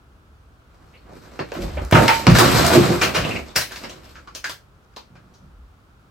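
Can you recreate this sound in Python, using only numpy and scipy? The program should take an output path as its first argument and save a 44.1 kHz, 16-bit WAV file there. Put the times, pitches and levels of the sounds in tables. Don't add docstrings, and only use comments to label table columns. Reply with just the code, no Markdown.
import sys
import numpy as np
from scipy import signal
from scipy.fft import rfft, irfft, next_fast_len
from scipy.io import wavfile
from scipy.ndimage import uniform_filter1d

SR = 44100
rng = np.random.default_rng(int(sys.argv[2]) if len(sys.argv) > 2 else 0)


def pcm_store(signal):
    levels = np.round(np.clip(np.atleast_2d(signal), -1, 1) * 32767)
    wavfile.write(sys.argv[1], SR, levels.astype(np.int16).T)


N = 269256
TIME_S = np.arange(N) / SR

# (frequency [Hz], level [dB])
STILL_SPECTRUM = [(22, -19.5), (40, -7), (58, 1.5), (100, -2.5), (170, -9), (320, -14.5), (650, -20),
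                  (1000, -20.5), (1350, -18.5), (1900, -31.5), (3200, -33), (5000, -37.5), (9000, -43.5),
                  (16000, -47)]
# (frequency [Hz], t60 [s], tail level [dB], left-right correlation [-1..1])
REVERB_BANDS = [(60.6, .36, -17, 0.98), (138, 0.27, 4.5, 0.5), (262, 0.36, -2.5, 0.1), (580, 0.2, 5.5, -.1),
                (1117, 0.13, 7.5, 0), (2006, 0.26, 2.5, 0.5), (4995, 0.2, 5.5, 0), (12100, 0.24, -1, 0.9)]
# (frequency [Hz], right minus left [dB])
BALANCE = [(50, 6.5), (150, 2), (500, 3), (1100, 0.3), (2200, 0.9), (4500, -5.5), (8000, -0.5),
           (15000, 0.5)]
# (middle [s], length [s], level [dB])
AIR_PUFFS = [(0.268, 0.54, -47.5), (1.656, 0.15, -25.5), (1.807, 0.21, -22.5), (1.99, 0.12, -21),
             (2.164, 0.12, -31.5), (2.327, 0.1, -14.5), (2.587, 0.072, -22), (2.845, 0.74, -36.5),
             (3.207, 0.11, -27.5), (3.415, 0.15, -36.5), (3.592, .07, -36.5), (4.08, 0.27, -47),
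             (4.396, .08, -45), (5.572, 0.4, -42)]
# (time [s], length [s], first pitch [Hz], last pitch [Hz], bandwidth [Hz], level [dB])
SQUEAK_GLIDES = [(0.922, 0.051, 2110, 2770, 900, -53.5), (0.967, 0.017, 4200, 4550, 1100, -60),
                 (3.231, 0.028, 2500, 2880, 697, -28), (3.299, 0.028, 2700, 2310, 600, -28),
                 (3.349, 0.023, 2280, 2490, 500, -27.5), (3.48, 0.035, 3400, 3600, 602, -51.5)]
# (frequency [Hz], level [dB])
KNOCK_SPECTRUM = [(200, 3.5), (400, -2), (600, 1.5), (850, -2), (1500, 1), (1900, -5), (2400, -3.5),
                  (3400, -7), (4300, -5), (5500, -7.5), (7000, -13), (16000, -17.5)]
# (time [s], contact [s], level [dB], weight [dB], hardness [dB], tick [dB],
# hollow resonance [Hz], its boost [dB])
CONTACTS = [(1.392, 0.0025, -30, 4.5, -13, -38, 1760, 8.5), (1.4, 0.0027, -49.5, 0, 8, -10, 4360, 19),
            (1.5196, 0.0022, -37.5, 7, -11.5, -22, 800, -5), (1.55, 0.0071, -38, 2.5, -12, -19.5, 1900, 8),
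            (1.772, 0.013, -34, 4.5, -24, -39, 536, 6), (1.9113, 0.00056, -30.5, -5, -11.5, -24, 1100, -3),
            (1.9242, 0.0054, -16.5, 3, -10, -21, 1920, 2), (1.947, .005, -11.5, -11.5, -18, -25, 1520, 10),
            (1.966, 0.0049, -19.5, -4.5, -16.5, -35, 1884, 8),
            (2.0798, 0.0031, -16.5, -9, -5.5, -16, 2100, 5.5),
            (2.086, 0.024, -15, -5.5, -20.5, -22, 2000, 4),
            (2.268, 0.0014, -15.5, 2, -15.5, -29, 1200, 4.5), (2.297, 0.032, -23, 3, -4, -14, 905, -8),
            (2.352, 0.0078, -16, -2, -11, -22, 1540, 13), (2.387, 0.011, -16, 1, -2.5, -10, 1700, 7),
            (2.4, 0.0082, -21, 6.5, -14.5, -7, 1060, 12), (2.665, 0.0023, -30.5, 5, -0.5, 1, 695, 21),
            (2.703, 0.012, -22.5, 4.5, -9, -20, 1500, 6), (2.754, .012, -22.5, 7.5, -4.5, -10, 670, 10),
            (3.0142, 0.0053, -21.5, -19.5, -3.5, -20, 6000, 4),
            (3.02, 0.03, -15.5, -5.5, -5.5, -14.5, 2500, 4.5),
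            (3.148, 0.031, -18, -2, -5, -17.5, 1460, -3.5), (3.5568, 0.003, -34.5, -1, 3, -23, 1930, 4.5),
            (3.5604, 0.002, -24.5, -18, 7.5, 1.5, 5440, 13), (3.563, .013, -21, -5, -3.5, -5, 1970, 15),
            (3.6124, 0.0031, -31.5, -6.5, 3.5, -2.5, 4700, -2),
            (3.711, 0.014, -39.5, -5.5, -5, -13.5, 1730, 13), (3.72, 0.0018, -38, -11, -2.5, -11, 1640, 10),
            (3.759, 0.0074, -38, -9, 0.5, -10, 2400, 3), (3.837, 0.0041, -38, 0, -2.5, -30, 890, 3),
            (3.844, 0.0025, -38.5, -5, -9, -25, 1900, 12), (3.896, 0.01, -46.5, 5.5, 6, -8, 4600, -9),
            (4.156, .015, -42.5, -22, -8.5, -34, 1530, 4), (4.274, 0.0056, -41, -5, -11.5, -33, 1170, 11),
            (4.35, 0.00095, -44, -8, 10, -5, 5630, 6), (4.357, 0.0033, -44.5, -1, 1, 0.5, 2600, 10),
            (4.4424, 0.0016, -24.5, -17, -8, -26, 1697, 13.5),
            (4.447, 0.023, -35.5, -13, -4, -10, 1800, 11), (4.495, 0.007, -38.5, 0, 4, -3.5, 1230, 11),
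            (4.9635, 0.0017, -49.5, 2, 7.5, -12, 3980, 10), (4.966, 0.0085, -45, 4.5, -2, -15, 900, 7),
            (5.155, 0.012, -51.5, -1.5, -9, -29, 1400, 3), (5.34, 0.015, -69, -8, 11.5, 0, 6000, 9)]
# (frequency [Hz], level [dB], t60 [s])
FRAME_MODES = [(72.1, -27.5, 0.26), (118.3, 1, 0.33), (144.7, -0.5, 0.29), (183, 2, 0.17),
               (241.4, -1.5, 0.16), (310.5, -3, 0.11), (352, 0, 0.3), (549, 2, 0.28), (693, -6, 0.34),
               (905, 0.5, 0.27), (980, -13.5, 0.053), (1280, -8.5, 0.22), (1600, -9.5, 0.46)]
# (time [s], level [dB], rise [s], centre [Hz], spread [oct], damping [ratio])
BED_PUSHES = [(1.399, -23.5, 0.0042, 219.7, 0.84, 1.66), (1.566, -18.5, 0.014, 297.7, 0.6, 0.76),
              (1.628, -22.5, .003, 229.4, 0.52, 0.98), (1.77, -29, 0.0032, 160.7, 0.45, 0.76),
              (1.925, -3.5, 0.0048, 133.2, 0.62, 0.83), (1.935, -14, .008, 275, 0.33, 0.75),
              (1.948, -10.5, 0.0043, 1082, 0.26, 0.68), (2.082, -5.5, 0.0077, 900, .15, 0.9),
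              (2.272, -2, .005, 153.6, 0.82, 0.66), (2.318, -3, .0038, 136.5, 0.54, 1.2),
              (2.40, -8.5, 0.01, 313.6, 0.27, 0.74), (2.441, -6.5, .006, 143.4, 0.17, 1.6),
              (2.544, -11.5, 0.0072, 125.8, 0.34, 0.93), (2.64, -16, 0.0022, 717, 0.14, 0.96),
              (2.756, 2.5, 0.01, 312, 0.35, 1.4), (2.761, -7, 0.009, 135, 0.65, 0.72),
              (2.797, -5.5, 0.0023, 200, 0.29, 2.2), (2.885, -5, 0.012, 250, 0.65, 1.1),
              (2.932, -15.5, .005, 294.3, 0.46, 1.3), (3.172, -18, .0049, 131, 0.77, 1.1),
              (3.564, -28, 0.0034, 130.5, 0.78, 1.1), (5.1, -36.5, 0.032, 171, 0.53, 0.62),
              (5.23, -43, .03, 200, 0.5, 0.57), (5.41, -38.5, 0.028, 180, 0.48, 0.55)]
# (time [s], level [dB], centre [Hz], spread [oct])
CLOTH_SNAPS = [(1.5193, -49.5, 3800, 0.6), (1.54, -55.5, 11940, 0.5), (1.85, -50.5, 7530, 0.9),
               (1.9121, -38, 4500, 1.7), (1.9155, -45, 11000, 0.7), (2.082, -28, 4173, 0.42),
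               (2.269, -23, 3603, 0.68), (2.388, -23, 3500, 1), (2.666, -29.5, 5014, 0.9)]
# (frequency [Hz], level [dB])
COTTON_SPECTRUM = [(80, -3.5), (140, -5), (330, -3.5), (450, -6.5), (700, 4.5), (1400, 1), (1850, -8.5),
                   (2400, -10.5), (3400, -22), (5200, -22.5), (7000, -27.5), (11000, -25), (16000, -36.5)]
# (time [s], level [dB])
EFFORT_CURVE = [(0.75, -60.5), (1.36, -52.5), (1.49, -44.5), (1.611, -39), (1.92, -45.5), (2.15, -35.5),
                (2.33, -27.5), (2.45, -17.5), (2.57, -21), (2.761, -20), (2.98, -28.5), (3.23, -33.5),
                (3.38, -41.5), (3.52, -46.5), (3.6, -51.5), (3.75, -49), (3.92, -46.5), (4.3, -57.5)]
# (middle [s], length [s], level [dB], brightness [dB])
CLOTH_STROKES = [(0.825, 0.055, -53, -4), (1.11, 0.15, -48, -10), (1.165, 0.15, -52, 1.5),
                 (1.245, 0.074, -48.5, 2), (1.31, 0.18, -47, -4), (1.55, 0.046, -46, 9.5),
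                 (1.61, 0.15, -39, -11.5), (1.619, 0.04, -48, 16.5), (1.80, 0.21, -39.5, -3.5),
                 (2.004, 0.16, -16.5, -4), (2.13, 0.21, -35, 11), (2.378, 0.087, -16.5, 7.5),
                 (2.439, 0.08, -15.5, 1), (2.61, 0.32, -19, 4.5), (2.67, 0.056, -30, 6.5),
                 (2.741, 0.041, -13.5, 4.5), (2.847, 0.09, -17.5, 0), (2.92, 0.11, -26, 0.5),
                 (3.266, 0.14, -25.5, -2), (3.344, 0.14, -32, -2.5), (3.75, 0.22, -46, 7.5),
                 (3.84, 0.082, -40.5, 1.5), (4.07, 0.21, -49, 4.5), (4.49, 0.079, -45, 8),
                 (5.35, 0.51, -62, -4)]


def undb(db):
    return 10 ** (np.asarray(db) / 20)


def unit(x):
    return x / np.sqrt(np.mean(x ** 2))


def unit_burst(x):
    return x / np.linalg.norm(x) * np.sqrt(SR / 20)


def over_hz(table, hz):
    points_hz, *columns = np.transpose(table)
    return [np.interp(np.log(np.maximum(hz, 1)), np.log(points_hz), column) for column in columns]


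def bell(hz, centre_hz, spread_oct):
    return np.exp(-.5 * (np.log2(hz / centre_hz) / spread_oct) ** 2)


def band(x, lo_hz, hi_hz):
    return signal.sosfilt(signal.butter(3, [lo_hz, hi_hz], "band", fs=SR, output="sos"), x)


def colour(x, table, power=1):
    n = x.shape[-1]
    size = next_fast_len(n + 2048)
    db, = over_hz(table, np.fft.rfftfreq(size, 1 / SR))
    return irfft(rfft(x, size) * undb(power * db), size)[..., :n]


def walk(rate_hz):
    hold = max(2, int(SR / rate_hz))
    steps = np.repeat(rng.standard_normal(N // hold + 1), hold)
    return unit(uniform_filter1d(steps, hold)[:N])


def add(out, time_s, x):
    i = int(time_s * SR)
    out[..., i:i + x.shape[-1]] += x[..., :N - i]


def body_effort_db(fade_db_per_s=72):
    times_s, db = np.transpose(EFFORT_CURVE)
    outside_s = np.abs(TIME_S - np.clip(TIME_S, times_s[0], times_s[-1]))
    return np.interp(TIME_S, times_s, db) - fade_db_per_s * outside_s


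def swept(steady_db, sweeps):
    power = undb(steady_db) ** 2
    for middle_s, length_s, db in sweeps:
        swell = np.cos(np.pi * np.clip((TIME_S - middle_s) / length_s, -.5, .5))
        power += (undb(db) * swell) ** 2
    return np.sqrt(power)


def still_room(level_db=-53):
    mid, side = colour(rng.standard_normal((2, N)), STILL_SPECTRUM)
    side = colour(side, [(100, -13.5), (400, -7.0), (2000, 2.0), (10000, -4.5)])
    return undb(level_db) * np.array([mid + side, mid - side]) / np.std(mid)


def bedroom(x, wet_db=0, gap_s=0.002, rise_s=0.0006):
    t = TIME_S[:SR // 2]
    response = np.zeros((2, len(t)))
    hz = np.fft.rfftfreq(len(t), 1 / SR)
    noise = rfft(rng.standard_normal((2, len(t))))
    for centre_hz in 1000 * 2. ** np.arange(-4, 5):
        t60_s, tail_db, alike = over_hz(REVERB_BANDS, centre_hz)
        offset_oct = np.abs(np.log2(np.maximum(hz, 1) / centre_hz))
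        octave = np.cos(np.pi / 2 * np.minimum(offset_oct, 1)) ** 2
        mid, side = irfft(noise * octave, len(t))
        fade = undb(-60 * t / t60_s) * np.clip((t - gap_s) / rise_s, 0, 1)
        tail = np.sqrt((1 + alike) / 2) * mid + np.sqrt((1 - alike) / 2) * np.array([side, -side])
        response += undb(tail_db + wet_db) * tail * fade / np.linalg.norm(fade)
    response[0, 1] += 1
    response[1, 0] += 1
    lead = 450
    spectrum = rfft(np.pad(response, ((0, 0), (lead, 0))))
    spectrum /= np.sqrt(uniform_filter1d(np.abs(spectrum) ** 2, size=90, axis=1))
    return signal.fftconvolve(x[None], irfft(spectrum), axes=1)[:, lead:lead + N]


def billow(full_effort_hz=71.7, hz_per_db=0.37, air_db=-35.5, air_db_per_db=0.43):
    effort_db = body_effort_db()
    relative_db = effort_db - effort_db.max()
    hz = full_effort_hz + hz_per_db * np.maximum(relative_db, -40)
    air = (walk(45) + 1j * walk(45)) * np.exp(2j * np.pi * np.cumsum(hz) / SR)
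    swing = air.real / (np.abs(air) + .4 * np.std(air))
    gain = swept(air_db + air_db_per_db * relative_db, AIR_PUFFS)
    return colour(unit(swing) * gain, [(20, -24.5), (42, -2.5), (100, -3.0), (200, -13.0)])


def squeaks(slips_per_s=1500):
    out = np.zeros(N)
    for time_s, length_s, first_hz, last_hz, width_hz, db in SQUEAK_GLIDES:
        n = int(length_s * SR)
        slips = (rng.random(SR) < slips_per_s / SR)[:n]
        carrier = np.exp(2j * np.pi * np.cumsum(np.linspace(first_hz, last_hz, n)) / SR)
        lowpass = signal.butter(2, width_hz / 2, fs=SR, output="sos")
        ring = signal.sosfilt(lowpass, slips / carrier) * carrier
        add(out, time_s, unit(ring.real * np.hanning(n)) * undb(db))
    return out


def knocks(spots, edge_db=-2, edge_contact_s=0.0023, chatter_db=4, trim_db=-2, rise_ratio=0.14):
    lead = 600
    out, t = np.zeros((spots, N)), TIME_S[:SR // 5] - lead / SR
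    edges_hz = [300, 1000, 3000, 7000, 17000]
    grid_hz = np.geomspace(100, 18000, num=90)
    base_db, = over_hz(KNOCK_SPECTRUM, grid_hz)
    for time_s, contact_s, db, weight_db, hardness_db, tick_db, hollow_hz, boost_db in CONTACTS:
        noise, sizes = rng.standard_normal((2, spots, len(t)))
        force = np.exp(-np.maximum(t, -t / rise_ratio) / contact_s)
        chatter = noise * undb(chatter_db * sizes[:, np.arange(len(t)) // 30]) * force
        blow = chatter / np.linalg.norm(chatter)
        edge = undb(edge_db) * np.exp(-contact_s / edge_contact_s)
        blow[rng.integers(spots), lead] += edge
        hollow_db = boost_db * bell(grid_hz, hollow_hz, spread_oct=0.26)
        blow = colour(blow, np.c_[grid_hz, base_db + hollow_db])
        for lo_hz, hi_hz, band_db in zip(edges_hz, edges_hz[1:], [weight_db, 0, hardness_db, tick_db]):
            part = unit_burst(band(blow, lo_hz, hi_hz))
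            add(out, time_s + t[0], part * undb(db + band_db + trim_db))
    return out


def bed_frame(thud_db=-7, thud_t60_s=0.18, detune_ratio=0.0036):
    out, t = np.zeros(N), TIME_S[:SR * 3 // 4]
    mode_hz, mode_db, t60_s = np.transpose(FRAME_MODES)[:, :, None]
    grid_hz = np.geomspace(40, 5000, num=60)
    for time_s, db, rise_s, centre_hz, spread_oct, damping in BED_PUSHES:
        gains = undb(mode_db) * bell(mode_hz, centre_hz, spread_oct)
        detune, phase = rng.standard_normal((2, len(FRAME_MODES), 1))
        hz = mode_hz * (1 + detune_ratio * detune)
        modes = np.sin(2 * np.pi * hz * t + np.pi * phase) * undb(-60 * damping * t / t60_s)
        ring = np.sum(gains * modes, axis=0) / np.linalg.norm(gains)
        shape_db = 20 * np.log10(bell(grid_hz, centre_hz, spread_oct) + 1e-4)
        padding = unit(colour(rng.standard_normal(len(t)), np.c_[grid_hz, shape_db]))
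        thud = padding * undb(thud_db - 60 * t / thud_t60_s)
        add(out, time_s, undb(db) * (ring + thud) * (1 - np.exp(-t / rise_s)))
    return out


def landing(time_s=2.272, level_db=-4.5, rise_s=0.0086, t60_s=0.34):
    unloaded_hz, loaded_hz, sink_s = 239, 105.5, 0.032
    out, t = np.zeros(N), TIME_S[:SR // 2]
    hz = loaded_hz + (unloaded_hz - loaded_hz) * np.exp(-t / sink_s)
    swing = np.sin(2 * np.pi * np.cumsum(hz) / SR)
    add(out, time_s, swing * (1 - np.exp(-t / rise_s)) * undb(level_db - 60 * t / t60_s))
    return out


def snaps(decay_s=0.00035):
    out, t = np.zeros(N), TIME_S[:SR // 50] - .01
    grid_hz = np.geomspace(200, 18000, num=40)
    for time_s, db, centre_hz, spread_oct in CLOTH_SNAPS:
        burst = rng.standard_normal(len(t)) * (t >= 0) * np.exp(-np.abs(t) / decay_s)
        shape_db = 20 * np.log10(bell(grid_hz, centre_hz, spread_oct) + 1e-4)
        crack = colour(burst, np.c_[grid_hz, shape_db])
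        add(out, time_s + t[0], unit_burst(crack) * undb(db))
    return out


def fibres(creases_per_s=120, spread_db=3.5, crease_db=2.5, patchy_db=4.5):
    friction = rng.standard_normal(N) * undb(patchy_db * walk(70))
    sizes = undb(spread_db * np.minimum(rng.exponential(size=N), 4))
    creases = (rng.random(N) < creases_per_s / SR) * sizes * np.sign(rng.standard_normal(N))
    return unit(friction) + undb(crease_db) * unit(creases)


def crumple(rustle, shift_db=2, shift_rate_hz=22):
    edges_hz = [60, 500, 1000, 2000, 4000, 8000, 18000]
    return sum(band(rustle, lo_hz, hi_hz) * undb(shift_db * walk(shift_rate_hz))
               for lo_hz, hi_hz in zip(edges_hz, edges_hz[1:]))


def duvet(spots, treble_db_per_db=1.04):
    effort_db = body_effort_db()
    full_db = effort_db.max()
    treble_db = full_db + treble_db_per_db * (effort_db - full_db)
    folds = [crumple(fibres()) for _ in range(spots)]
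    cloth = colour(np.array(folds), COTTON_SPECTRUM)

    def voice(lo_hz, hi_hz, steady_db, tilt, gain_db):
        strokes = [(middle_s, length_s, db + tilt * bright_db)
                   for middle_s, length_s, db, bright_db in CLOTH_STROKES]
        return unit(band(cloth, lo_hz, hi_hz)) * swept(steady_db, strokes) * undb(gain_db)

    flap = voice(70, 673, effort_db, tilt=-0.43, gain_db=3)
    slide = voice(450, 3400, effort_db, tilt=0, gain_db=1)
    hiss = voice(3160, 10470, treble_db, tilt=1, gain_db=-5.5)
    sheen = voice(8470, 14000, treble_db, tilt=1.2, gain_db=-12.5)
    return (flap + slide + hiss + sheen) / np.sqrt(spots)


def scene(spots=3):
    sources = duvet(spots) + knocks(spots)
    sources[0] += squeaks()
    bed = bedroom(bed_frame() + landing(), wet_db=-7.5)
    covers = sum(bedroom(source) for source in sources)
    left, right = covers + bed + bedroom(snaps(), wet_db=-6.5)
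    stereo = np.array([colour(left, BALANCE, power=-1 / 2), colour(right, BALANCE, power=1 / 2)])
    return stereo + billow() + still_room()


def record(dry, cutoff_hz=16000):
    rounded = dry / (1 + dry ** 8) ** (1 / 8)
    return signal.sosfilt(signal.ellip(10, .2, 70, cutoff_hz, fs=SR, output="sos"), rounded)


dry = scene()
out = record(dry)
pcm_store(out)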